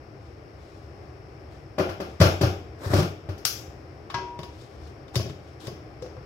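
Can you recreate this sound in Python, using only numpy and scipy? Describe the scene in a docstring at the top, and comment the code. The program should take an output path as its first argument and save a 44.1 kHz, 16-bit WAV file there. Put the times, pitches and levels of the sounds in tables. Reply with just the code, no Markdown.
"""Fans run steadily in a hard-walled kitchen; then a plastic tub is knocked about on the counter and a cupboard.
Something snaps sharply, a lid clinks onto a blender jar, the jar is pressed and nudged on its base, and
something wooden is tapped. The blender motor stays off. Blows are noise bursts and ringing modes, the fans,
brushing and dragging are shaped noise. The two microphone ports hear every blow mostly through the room's echo."""
import sys
import numpy as np
from scipy import signal
from scipy.fft import rfft, irfft
from scipy.io import wavfile
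from scipy.ndimage import uniform_filter1d

SR = 44100
rng = np.random.default_rng(int(sys.argv[2]) if len(sys.argv) > 2 else 0)


def to_wav(sig):
    """Store sig (one row per channel, or 1-D mono) as 16-bit WAV at the path in sys.argv[1].

    Samples outside -1..1 are clipped; the rate is SR.
    """
    pcm = np.clip(np.atleast_2d(sig), -1, 1) * 32767
    pcm = np.round(pcm).astype(np.int16)
    wavfile.write(sys.argv[1], SR, pcm.T)  # frames by channels


N = 275625  # samples, 6.25 s

# Fan noise spectrum. Each row: frequency [Hz], relative density [dB per Hz].
FAN_SPECTRUM = [(15, -53), (25, -36), (64, -1), (137, -2.5), (161, -14), (217, -14), (249, -15), (317, -10),
                (796, -15.5), (887, -22.5), (1160, -21.5), (3920, -43), (5430, -36), (6380, -49),
                (16000, -58.5)]
# Room resonances in the fan noise. Each row: frequency [Hz], width [Hz], lift before it is halved [dB].
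AIR_RESONANCES = [(76, 4.6, 7), (120, 29.4, 1), (321.4, 33, 8.5), (395, 50, 6.5), (2320, 1000, 10.5),
                  (5400, 500, 6)]
FANS_DB, WAVER_DB = -43, 0.7   # fan level; spread of its slow wavering
# The fan blades sweep the lowest hum: rate, swing either way, time of a maximum.
THROB_HZ, THROB_DB, THROB_AT_S = 3.3, 3.5, 0.285

# How alike steady noise is at the two ports. Each row: frequency [Hz], likeness from -1 to 1 [no unit].
STEADY_LIKENESS = [(60, 1), (130, 0.94), (290, 0.92), (640, 0.51), (1410, -0.18), (3100, 0.15), (6820, 0.5),
                   (15000, 1)]
# How steady noise leans. Each row: frequency [Hz], left minus right [dB].
STEADY_LEAN = [(60, 0.5), (100, 2), (180, 3.5), (310, 0.5), (550, 5.5), (950, 4.5), (1650, 6.5),
               (2860, 6.5), (4970, 14), (8640, 2), (15000, -4.5)]
# How alike echoes are at the two ports. Each row: frequency [Hz], likeness from -1 to 1 [no unit].
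ECHO_LIKENESS = [(60, 0.72), (130, 0.95), (290, 0.93), (640, 0.53), (1410, -0.42), (3100, -0.15),
                 (6820, 0.32), (15000, 1)]
# How echoes lean. Each row: frequency [Hz], left minus right [dB].
ECHO_LEAN = [(60, -6), (100, 7.5), (180, 0.5), (310, 0.5), (550, 3.5), (950, 0), (1650, 8.5), (2860, 1),
             (4970, 10), (8640, -1.5), (15000, -1)]
# Decay of the kitchen's echo. Each row: frequency [Hz], time to fall 60 dB [s].
ROOM_T60 = [(60, 0.4), (160, 0.49), (420, 0.45), (1100, 0.42), (2910, 0.46), (7680, 0.36)]
# Response of the microphone ports. Each row: frequency [Hz], gain [dB].
MIC_RESPONSE = [(300, 0), (1000, -2.5), (2500, 0.2), (3900, 4), (4600, -1), (5400, 0.2), (6200, -6),
                (7600, -3.5), (9500, -9), (12500, -8.5), (16000, -14)]
CUTOFF_HZ = 15800

# Cloth and hands brushing. Each row: time of peak [s], peak level [dB], rise [s], fall [s].
BRUSH_STROKES = [(.268, -66.5, .13, .19), (.63, -63, .1, .2), (.77, -65, .12, .2), (1.044, -73, 0.074, .2),
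                 (1.53, -62, 0.062, 0.18), (2.1, -58, .1, .15), (4.45, -68, .02, 0.27),
                 (4.616, -55.5, 0.12, 0.16), (4.876, -59.5, .15, .09), (5.3, -54, .01, .03),
                 (5.506, -64, .3, 0.1), (5.605, -50, 0.0081, 0.084)]
# Brushing spectrum. Each row: frequency [Hz], relative density [dB per Hz].
BRUSH_SPECTRUM = [(1500, -5), (3000, 12), (5500, 6.5), (7500, 1.5), (16000, -14)]
BRUSH_SWING_DB = 17.5   # gained over the rise, lost over the fall
# Things dragged over the counter. Each row: time of stop [s], length [s], body level [dB], hiss level [dB],
# swell over the length, at least 3 in use [dB].
DRAGS = [(2.857, 0.071, -32.5, -40, 22), (2.938, .07, -27, -35, 14), (3.0, .06, -30, -35, 3),
         (5.148, 0.02, -35, -41, 37), (5.67, 0.058, -44.5, -47, 10)]
SLIDE_STOP_S = 0.013   # time to lose the swell again

# Blows, one table a thing. Each row: start [s], knock [dB], hollow body [dB], snap [dB], thump [dB], thump
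# pitch [Hz]; all levels are relative.
TUB_BLOWS = [(1.783, -22.5, -22, -35, -38, 143), (1.796, -21, -17, -37, -21.5, 169),
             (1.891, -29.5, -36, -42, -31.5, 91), (2.002, -29.5, -23, -40, -37, 172),
             (2.202, -21.5, -29.5, -23, -10, 168), (2.213, -12, -10, -19, -7, 109.4),
             (2.254, -23, -18.5, -30, -13, 100.5), (2.412, -23, -17.5, -26, -18, 162),
             (2.433, -21, -19, -34, -10.5, 118), (2.468, -54, -35, -43, -29, 106),
             (2.86, -44, -31.5, -40, -22, 101), (2.903, -37, -33.5, -55, -22, 122),
             (2.936, -23, -13.5, -28, -15, 99), (2.965, -24, -40, -32, -20, 84.5),
             (2.987, -26, -19, -34, -12.5, 144), (3.028, -32, -39, -38, -21.5, 174.3),
             (3.289, -36, -32, -46, -24, 101), (3.379, -56, -56, -46, -64, 106)]
# The sharp snap. Each row: columns as for the tub [s, dB, dB, dB, dB, Hz].
SNAP_BLOWS = [(3.452, -28.5, -44.5, -15, -35, 120)]
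# The lid clinking on. Each row: columns as for the tub [s, dB, dB, dB, dB, Hz].
LID_BLOWS = [(4.143, -28, -39, -32.5, -31, 120), (4.182, -37.5, -34.5, -49, -50, 120)]
# The jar pressed and nudged. Each row: columns as for the tub [s, dB, dB, dB, dB, Hz].
JAR_BLOWS = [(4.101, -36, -49, -45.5, -52, 120), (4.39, -45, -36, -45.5, -33, 146.5),
             (4.432, -44.5, -43, -44, -39, 108), (5.081, -53, -52, -57, -54, 140),
             (5.156, -36, -36, -24, -34, 126), (5.162, -40, -26, -36, -17, 122),
             (5.197, -39, -28, -62, -25, 117), (5.256, -46, -29.5, -60, -28, 117),
             (5.295, -45, -44, -58, -29, 138), (5.67, -49, -61, -38, -32, 126),
             (5.68, -47, -30, -55, -47, 120)]
# The wooden taps. Each row: columns as for the tub [s, dB, dB, dB, dB, Hz].
TAP_BLOWS = [(6.023, -46, -36.5, -42.5, -39, 120), (6.061, -48, -46, -51, -47, 120),
             (6.166, -43, -51, -67, -49, 120)]

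# What rings in the counter. Each row: frequency [Hz], relative level [dB], time to fall 60 dB [s].
COUNTER_MODES = [(92.2, -11.5, 0.48), (120, -7.5, 0.17)]
# What rings in the plastic tub. Each row: frequency [Hz], relative level [dB], time to fall 60 dB [s].
TUB_MODES = [(313, 3, 0.033), (388, -8, 0.05), (594, 5.5, 0.049), (646, -18, 0.12), (768, -1, 0.061),
             (1189.5, -1, 0.04), (1520, 2.5, 0.015), (1997, 9.5, 0.02)]
# What rings in the lid. Each row: frequency [Hz], relative level [dB], time to fall 60 dB [s].
LID_MODES = [(374, 5, 0.42), (588, -7.5, 0.3), (957, 9, 1.0), (962, 1, 1.0), (1070, 7, 0.22),
             (1117, -5, 0.16), (1650, 6.5, 0.16), (2000, 2.5, 0.22), (2590, 2, 0.24), (3890, -1, 0.12)]
# What rings in the jar and in the snap. Each row: frequency [Hz], relative level [dB], time to fall 60 dB [s].
JAR_MODES = [(635, -23, 0.051), (1101, 3, 0.09), (2030, 0.5, 0.037), (3670, 11.5, 0.025)]
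# What rings in the tapped wood. Each row: frequency [Hz], relative level [dB], time to fall 60 dB [s].
TAP_MODES = [(507, 5, 0.12), (680, -13, 0.049)]

# Centres of the contact's bands in one list: body, knock, crack, snap, sizzle [Hz].
CONTACT_HZ = [420, 1200, 3000, 6000, 11000]
# How each thing makes contact. Each row, by thing: decay time when snap equals knock [ms], ringing [dB],
# crack against the mean of knock and snap [dB], sizzle against snap [dB],
# spread of each mode's strength from blow to blow [dB].
CONTACT = {"tub": (4.6, -23.5, -6, -5.5, 1.8), "snap": (1.3, -44, -7, -2.5, 6),
           "lid": (3.0, -10.5, -4.5, -21.5, 0.8), "jar": (3.5, -18.5, -1.5, -9, 1.5),
           "tap": (2.5, -15, -10.5, -15, 1.5)}
HARDNESS = 0.26   # brighter blows are shorter: dB of contact length lost per dB of snap over knock


def amp(db):
    """Decibels to a linear gain."""
    return 10 ** (np.asarray(db) / 20)


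def unit_energy(x):
    """Scale to a summed square of 1."""
    return x / np.sqrt(np.sum(x ** 2) + 1e-20)


def at_hz(points, hz):
    """Read a table on a log-frequency axis."""
    table = np.array(points)
    return np.interp(np.log(hz + 0.0011), np.log(table[:, 0]), table[:, 1])


def band(x, low_hz, high_hz):
    """Keep the sound between two frequencies."""
    return signal.sosfilt(signal.butter(2, [low_hz, high_hz], "band", fs=SR, output="sos"), x)


def drift(rate_hz):
    """Slow chance, spread 1: noise smoothed by two equal poles, drawn every 40 samples."""
    r = np.exp(-80 * np.pi * rate_hz / SR)
    chance = rng.standard_normal(N // 40 + 2002)
    slow = signal.lfilter([1], [1, -2 * r, r * r], chance)[2000:]   # the start has settled
    return np.interp(np.arange(N) / 40, np.arange(len(slow)), slow / slow.std())


def swell(peak_s, peak_db, rise_s, fall_s, swing_db):
    """Gain that climbs evenly in dB to its peak and falls again; silent before the rise."""
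    since = np.arange(N) / SR - peak_s
    away = np.where(since < 0, -since / max(rise_s, .002), since / max(fall_s, .002))
    return amp(peak_db - swing_db * away) * (since > -rise_s)


def stereo_noise(size, colour, likeness, lean):
    """Diffuse noise at the two ports: likeness and lean vary with frequency; overall rms 1."""
    hz = np.fft.rfftfreq(size, 1 / SR)
    mid, side = rfft(rng.standard_normal((2, size)))
    alike = np.clip(at_hz(likeness, hz), -1, 1)
    sign = np.array([[1], [-1]])
    pair = np.sqrt(1 + alike) * mid + np.sqrt(1 - alike) * side * sign
    out = irfft(pair * colour(hz) * amp(sign * at_hz(lean, hz) / 2), size)
    return out / out.std()


def fans():
    """Steady air noise coloured by room resonances; its bass throbs with the blades."""
    def colour(hz):
        humps = 0
        for top_hz, width_hz, lift_db in AIR_RESONANCES:
            humps = humps + (amp(lift_db) - 1) / (1 + (2 * (hz - top_hz) / width_hz) ** 2)
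        return amp(at_hz(FAN_SPECTRUM, hz)) * (1 + .5 * humps)

    air = stereo_noise(N, colour, STEADY_LIKENESS, STEADY_LEAN)
    hum = band(air, 53, 96)
    sweep = np.cos(2 * np.pi * THROB_HZ * (np.arange(N) / SR - THROB_AT_S))
    throb = hum * (amp(THROB_DB * sweep) - 1)
    return amp(FANS_DB) * (air * amp(WAVER_DB * drift(1.4)) + throb)


def kitchen(x, direct_db, early_db):
    """The direct sound, strong echoes off near tiles, then a tail that dies octave by octave."""
    t = np.arange(2 ** 15) / SR
    noise = stereo_noise(len(t), np.ones_like, ECHO_LIKENESS, ECHO_LEAN)
    echo = 0
    for low in 60 * 2. ** np.arange(8):
        high = 2 * low if low < 7000 else 18000
        decay = amp(-60 * t / at_hz(ROOM_T60, 1.26 * low))
        echo = echo + band(noise, low, high) * decay
    onset = 1 - np.exp(-t / 0.0013)
    near_tiles = 1 + amp(early_db) * np.exp(-t / 0.0049)
    echo = unit_energy(echo * onset * near_tiles) * np.sqrt(2)
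    # the sources stand to the left: louder there, five samples later on the right
    echo[0, 0] += amp(direct_db + 6.0)
    echo[1, 5] += amp(direct_db - 2.0)
    return signal.fftconvolve(x[None], echo, axes=1)[:, :N]


def microphone_ports(x):
    """The microphone ports lift the presence range."""
    return irfft(rfft(x) * amp(at_hz(MIC_RESPONSE, np.fft.rfftfreq(N, 1 / SR))), N)


def brushing():
    """Cloth and hands: faint bright friction, patchy, each stroke swelling and fading."""
    hiss = stereo_noise(N, lambda hz: amp(at_hz(BRUSH_SPECTRUM, hz)), STEADY_LIKENESS, STEADY_LEAN)
    strokes = sum(swell(*row, BRUSH_SWING_DB) for row in BRUSH_STROKES)
    return strokes * amp(1.0 * drift(25)) * hiss


def slides():
    """Dragging over the counter: a rumbling body and a hiss, both uneven, louder until they stop."""
    def colour(hz):
        return amp(at_hz(MIC_RESPONSE, hz)) / np.sqrt(hz + 300)

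    rub = stereo_noise(N, colour, ECHO_LIKENESS, ECHO_LEAN)
    body, hiss = band(rub, 270, 1680), band(rub, 2350, 21000)
    out = 0
    for stop_s, length_s, body_db, hiss_db, swell_db in DRAGS:
        sound = amp(body_db) * body / body.std() + amp(hiss_db) * hiss / hiss.std()
        out = out + swell(stop_s, 0, length_s, SLIDE_STOP_S, max(swell_db, 3)) * sound
    return amp(1.6 * drift(50)) * out


def ring(force, modes):
    """A force sets every mode of a body ringing: one damped resonator a mode."""
    out = 0
    for hz, level_db, t60 in modes:
        r = amp(-60 / (max(t60, .01) * SR))
        w = 2 * np.pi * hz / SR
        poles = [1, -2 * r * np.cos(w), r * r]
        out = out + signal.lfilter([0, amp(level_db) * np.sin(w)], poles, force + 1e-18)
    return out


def counter_thump(t, thump_hz):
    """A soft push sets the counter's panels ringing; the deepest bass is cut away steeply."""
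    push = np.exp(-t / 0.0004) * t
    panel = ring(push, COUNTER_MODES + [(thump_hz, 2.5, .13)])
    panel = signal.sosfilt(signal.butter(4, 70, "high", fs=SR, output="sos"), panel)
    return panel / np.abs(panel).max()


def blows(events, modes, contact):
    """Each blow: a soft push into the counter, a gritty contact, and the ringing of the struck body."""
    thump, knock, rung = np.zeros((3, N + SR))
    size, lead = 32768, 128   # samples
    t, hz = np.arange(size) / SR, np.fft.rfftfreq(size, 1 / SR)
    late = np.exp(-2j * np.pi * hz * lead / SR)   # room for the rise of the contact
    impulse = 1. * (t == 0)
    partials = np.array([ring(impulse, [mode]) for mode in modes]) * (t < size / SR / 2 - .01)
    partials = rfft(partials / np.sqrt(np.sum(partials.sum(axis=0) ** 2)))
    length_ms, ring_db, crack_db, sizzle_db, spread_db = contact
    for start_s, knock_db, body_db, snap_db, thump_db, thump_hz in events:
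        contact_ms = np.clip(length_ms * amp(-HARDNESS * (snap_db - knock_db)), .3, 12)
        through = 1000 * t / contact_ms
        body = amp(spread_db * rng.standard_normal(len(modes))) @ partials
        envelope = np.exp(-through) * (1 - np.exp(-7 * through))   # long contacts start softly
        grit = rfft(rng.standard_normal(size) * envelope)
        grit = grit / np.sqrt(uniform_filter1d(np.abs(grit) ** 2, size=50))   # grit has no colour of its own

        crack_level = (knock_db + snap_db) / 2 + crack_db
        levels = [body_db, knock_db, crack_level, snap_db, snap_db + sizzle_db]
        points = [(60, body_db - 25), (170, body_db - 6.5), *zip(CONTACT_HZ, levels)]
        # band level spread over its width
        colour = amp(at_hz(points, hz) + 28.5) * np.sqrt(SR / 2 / (hz + 50)) * late

        start = round(start_s * SR)
        at = start - lead
        knock[at:at + size // 8] += irfft(grit * colour)[:size // 8]
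        rung[at:at + size // 2] += amp(ring_db) * irfft(body * colour)[:size // 2]
        thump[start:start + size // 2] += amp(thump_db) * counter_thump(t[:size // 2], thump_hz)
    return thump[:N], knock[:N], rung[:N]


def struck(events, modes, contact, direct_db, early_db, left_db):
    """Blows and their echo at the ports; the lean raises the left and lowers the right by left_db."""
    thump, knock, rung = blows(events, modes, contact)
    into_room = microphone_ports(knock) + amp(-12.0) * thump + amp(2.0) * rung
    heard = kitchen(into_room, direct_db, early_db)
    return thump * amp([[.9], [-.9]]) + (heard + rung) * amp([[left_db], [-left_db]])


def wooden_tap():
    """Something wooden is tapped: short contacts and two modes."""
    return struck(TAP_BLOWS, TAP_MODES, CONTACT["tap"], direct_db=-8, early_db=3, left_db=.3)


def snap():
    """A sharp snap: a very short, bright contact with hardly any ringing."""
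    return struck(SNAP_BLOWS, JAR_MODES, CONTACT["snap"], direct_db=-9, early_db=3, left_db=1.5)


def lid():
    """A lid clinks onto the jar: its lightly damped modes ring on."""
    return struck(LID_BLOWS, LID_MODES, CONTACT["lid"], direct_db=-9, early_db=1.5, left_db=.3)


def jar():
    """The jar is pressed and nudged on its base: gentle contacts and quickly damped modes."""
    return struck(JAR_BLOWS, JAR_MODES, CONTACT["jar"], direct_db=-8, early_db=3, left_db=.3)


def tub():
    """A plastic tub is knocked about: hollow, short-lived modes over thumps in the counter."""
    return struck(TUB_BLOWS, TUB_MODES, CONTACT["tub"], direct_db=-13, early_db=-3, left_db=.1)


def scene():
    """The fans and friction behind, the struck things in front."""
    background = fans() + brushing() + slides()
    return background + wooden_tap() + snap() + lid() + jar() + tub()


def record(dry):
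    """The highest peaks are rounded, the top is cut steeply."""
    rounded = 1.3 * np.tanh(dry / 1.3)
    return signal.sosfilt(signal.ellip(12, .5, 75, CUTOFF_HZ, fs=SR, output="sos"), rounded)


dry = scene()
out = record(dry)
to_wav(out)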